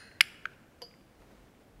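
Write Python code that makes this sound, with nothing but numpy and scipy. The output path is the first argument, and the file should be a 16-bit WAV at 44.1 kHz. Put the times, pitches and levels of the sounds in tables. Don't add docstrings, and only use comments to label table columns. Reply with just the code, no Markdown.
import sys
import numpy as np
from scipy import signal
from scipy.fft import rfft, irfft
from scipy.io import wavfile

SR = 44100
rng = np.random.default_rng(int(sys.argv[2]) if len(sys.argv) > 2 else 0)


def transcribe(signal):
    frames = np.atleast_2d(signal).T
    limited = np.clip(frames, -1, 1)
    pcm = np.round(limited * 32767).astype(np.int16)
    wavfile.write(sys.argv[1], SR, pcm)


N = 79380


def amp(db):
    return 10 ** (np.asarray(db) / 20)


def curve_at(points, hz):
    points_hz, values = np.transpose(points)
    return np.interp(np.log(hz + 1), np.log(points_hz + 1), values)


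def add(mix, start_s, sound):
    part = mix[max(round(start_s * SR), 0):][:len(sound)]
    part += sound[:len(part)]


def noise(spectrum):
    gain = amp(curve_at(spectrum, np.fft.rfftfreq(N, 1 / SR)))
    shaped = irfft(rfft(rng.standard_normal(N)) * gain, N)
    return shaped / shaped.std()


def ring(modes):
    t = np.arange(SR // 2) / SR
    return sum((-1) ** k * amp(db) * np.exp(-np.log(1000) * t / t60_s) * np.sin(2 * np.pi * hz * t)
               for k, (hz, db, t60_s) in enumerate(modes))


# freq_hz, density_db
ROOM_TONE_SPECTRUM = [(20, -12), (45, -1), (100, -2), (180, -3), (280, -4.5), (350, -8), (500, -8.5),
                      (700, -10.5), (900, -15.5), (1600, -19.5), (2200, -21), (3800, -27.5), (6000, -30.5),
                      (10000, -33), (16000, -35.5)]

def room_tone(level_db=-60.5):
    return amp(level_db) * noise(ROOM_TONE_SPECTRUM)


# centre_s, level_db, half_width_s
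BUMPS = [(1.215, -56, .02), (1.41, -62, .06), (1.78, -55, .04)]

def bumps(pitch_hz=44):
    t = np.arange(N) / SR
    return sum(amp(db) * np.exp(-((t - at_s) / width_s) ** 2) * np.sin(2 * np.pi * pitch_hz * (t - at_s))
               for at_s, db, width_s in BUMPS)


# freq_hz, density_db
SLEEVE_SPECTRUM = [(30, -10), (130, 0), (320, 2), (800, -8), (2000, -13), (4000, -21.5), (9000, -29),
                   (16000, -35)]
# time_s, level_db
SLEEVE_ENVELOPE = [(0, -66), (.3, -65), (.55, -63), (.68, -76), (.8, -67), (1.08, -72), (1.18, -67),
                   (1.22, -58.5), (1.255, -65), (1.31, -59.5), (1.48, -64), (1.58, -72), (1.62, -64),
                   (1.66, -74), (1.8, -80)]

def sleeve():
    level_db = np.interp(np.arange(N) / SR, *np.transpose(SLEEVE_ENVELOPE))
    return amp(level_db) * noise(SLEEVE_SPECTRUM)


# freq_hz, t60_s
ROOM_DECAY = [(300, .55), (1000, .7), (1600, 1.0), (2600, .92), (4500, .68), (8000, .56), (10000, .46),
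              (14000, .42)]
# freq_hz, gain_db
ROOM_COLOUR = [(300, -14), (1000, -22), (1550, -19), (2100, -26), (2800, -23), (3600, -26.5), (5000, -26),
               (7500, -19), (10000, -21), (14000, -20.5)]

def room_tail():
    hz, frame_s, bands = signal.stft(rng.standard_normal(SR), SR, nperseg=256)
    rate_per_s = np.log(1000) / curve_at(ROOM_DECAY, hz)[:, None]
    decay = np.exp(-rate_per_s * frame_s) * np.sqrt(2 * rate_per_s / SR)
    colour = amp(curve_at(ROOM_COLOUR, hz))[:, None]
    tail = signal.istft(bands * decay * colour, SR, nperseg=256)[1][:SR]
    fade_in = np.clip((np.arange(SR) / SR - .005) / .008, 0, 1)
    return tail * fade_in


# delay_s, gain_db
ECHOES = [(.0125, -33), (.0145, -32), (.0212, -35), (.030, -35)]

def room(sound):
    out = signal.fftconvolve(sound, room_tail())[:N]
    for delay_s, db in ECHOES:
        add(out, delay_s, amp(db) * sound)
    return out


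# freq_hz, gain_db, t60_s
CLINK_MODES = [(1400, -8, .012), (1580, -4, .022), (1900, 2, .008), (2130, -7, .012), (2546, -15, .06),
               (2850, -4, .005), (4130, -7, .04), (4290, -8, .035), (4850, -3, .007), (7000, -11, .003),
               (9190, -19, .04), (9650, -9, .006)]

def fading_clink(gain_db=-7, age_s=.06):
    out = np.zeros(N)
    tail = signal.fftconvolve(ring(CLINK_MODES), room_tail())
    add(out, 0, amp(gain_db) * tail[round(age_s * SR):])
    return out


# start_s, level_db, pitch_hz
TOUCHES = [(.1152, -42, 1950), (.535, -49, 2600), (.9128, -50, 2300), (.9398, -47, 2050),
           (1.010, -56, 2400), (1.550, -54, 2200)]

def touches(t60_s=.008, upper_ratio=1.5, upper_db=-12):
    out = np.zeros(N)
    for start_s, db, hz in TOUCHES:
        add(out, start_s, ring([(hz, db, t60_s), (hz * upper_ratio, db + upper_db, t60_s)]))
    return out


# freq_hz, density_db
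SKID_SPECTRUM = [(60, -9), (400, -4), (750, -2), (950, -9), (1250, 2), (1600, 5), (2900, 3), (3600, -1),
                 (5500, 0), (6600, -2), (8000, -4), (10200, -2), (11400, -9), (12200, -2), (14000, -5),
                 (15000, -17), (16000, -27)]

def skid(peak_s, sharpness=2.2):
    phase = np.arange(SR // 20) / SR / peak_s
    envelope = (phase * np.exp(1 - phase)) ** sharpness
    return noise(SKID_SPECTRUM)[:len(phase)] * envelope


# freq_hz, gain_db, t60_s
BOWL_MODES = [(3020, -1, .010), (4400, -14, .035), (4560, -9, .08), (4660, -12, .12), (4780, -9, .08),
              (4852, -1, .14), (4905, -15, .24), (5150, -11, .015), (5900, -5, .006), (7200, -14, .008),
              (10960, -24, .06), (11290, -16, .07), (12200, -24, .025)]
# freq_hz, gain_db, t60_s
COUNTER_MODES = [(95, -11, .12), (220, -13, .06), (475, 2, .13), (540, -5, .08), (705, -6, .11),
                 (970, 0, .07), (2200, -2, .006)]
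# start_s, glass_db, counter_db
CHATTER = [(.8130, -72, -58), (.8187, -38, -46), (.8246, -45, -52), (.8305, -52, -60), (.8380, -49, -63)]

def salt_bowl(skid_gain_db=-12.5):
    glass, wood = np.zeros(N), np.zeros(N)
    for start_s, glass_db, counter_db in CHATTER:
        add(glass, start_s, amp(glass_db) * ring(BOWL_MODES))
        add(glass, start_s, amp(glass_db + skid_gain_db) * skid(peak_s=.0007))
        add(wood, start_s, amp(counter_db) * ring(COUNTER_MODES))
    return glass, wood


# freq_hz, gain_db, t60_s
CLACK_MODES = [(1480, -10, .011), (1780, -7, .010), (2185, 1, .013), (2440, -11, .012), (2810, -4, .011),
               (3300, -16, .009), (4140, -15, .012), (4620, -13, .014), (5015, -7.5, .012),
               (5340, -15, .011), (6300, -25, .008), (7280, -22, .011), (9190, -22, .012),
               (10000, -19, .012), (10280, -16, .012), (12050, -23, .011), (13600, -23, .008)]
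# freq_hz, gain_db, t60_s
KNOCK_MODES = [(1310, -5, .014), (1560, 0, .015), (1850, -9, .012), (2200, -17, .008), (2520, -13, .010),
               (2930, -22, .011), (4170, -25, .012), (4680, -21, .007), (5400, -25, .005),
               (6380, -25, .010), (7200, -33, .009)]
# start_s, tick_db, tick_hz, ring_db, ring_delay_s, ring_rise_s, skid_db
CLACK_BLOW = (.2074, -1, 2650, 5.8, .0006, .0027, -20.5)
KNOCK_BLOW = (.4549, -22, 2150, -17.5, .0001, .0010, -57)

def held_stack(blow, modes, tick_rise_s=.0005):
    start_s, tick_db, tick_hz, ring_db, ring_delay_s, ring_rise_s, skid_db = blow
    t = np.arange(SR // 2) / SR
    tick_envelope = np.sin(np.pi * np.minimum(t / tick_rise_s / 2, 1)) ** 2
    tick = tick_envelope * np.cos(2 * np.pi * tick_hz * (t - tick_rise_s))
    ring_rise = 1 - np.exp(-(t / ring_rise_s) ** 2)
    out = np.zeros(N)
    add(out, start_s, amp(tick_db) * tick)
    add(out, start_s + ring_delay_s, amp(ring_db) * ring_rise * ring(modes))
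    add(out, start_s + ring_delay_s, amp(skid_db) * skid(peak_s=.0022))
    return out


def scene(bowl_send_db=13):
    bowl, counter = salt_bowl()
    stack = held_stack(CLACK_BLOW, CLACK_MODES) + held_stack(KNOCK_BLOW, KNOCK_MODES)
    damped = stack + touches() + counter
    reflections = room(damped + amp(bowl_send_db) * bowl)
    background = fading_clink() + sleeve() + bumps() + room_tone()
    return (background + reflections + damped + bowl)[None]


def record(dry):
    cutoff_hz = 15800
    lowpass = signal.firwin(511, cutoff_hz, window=("kaiser", 9), fs=SR)
    return signal.oaconvolve(dry, lowpass[None], "same")


dry = scene()
out = record(dry)
transcribe(out)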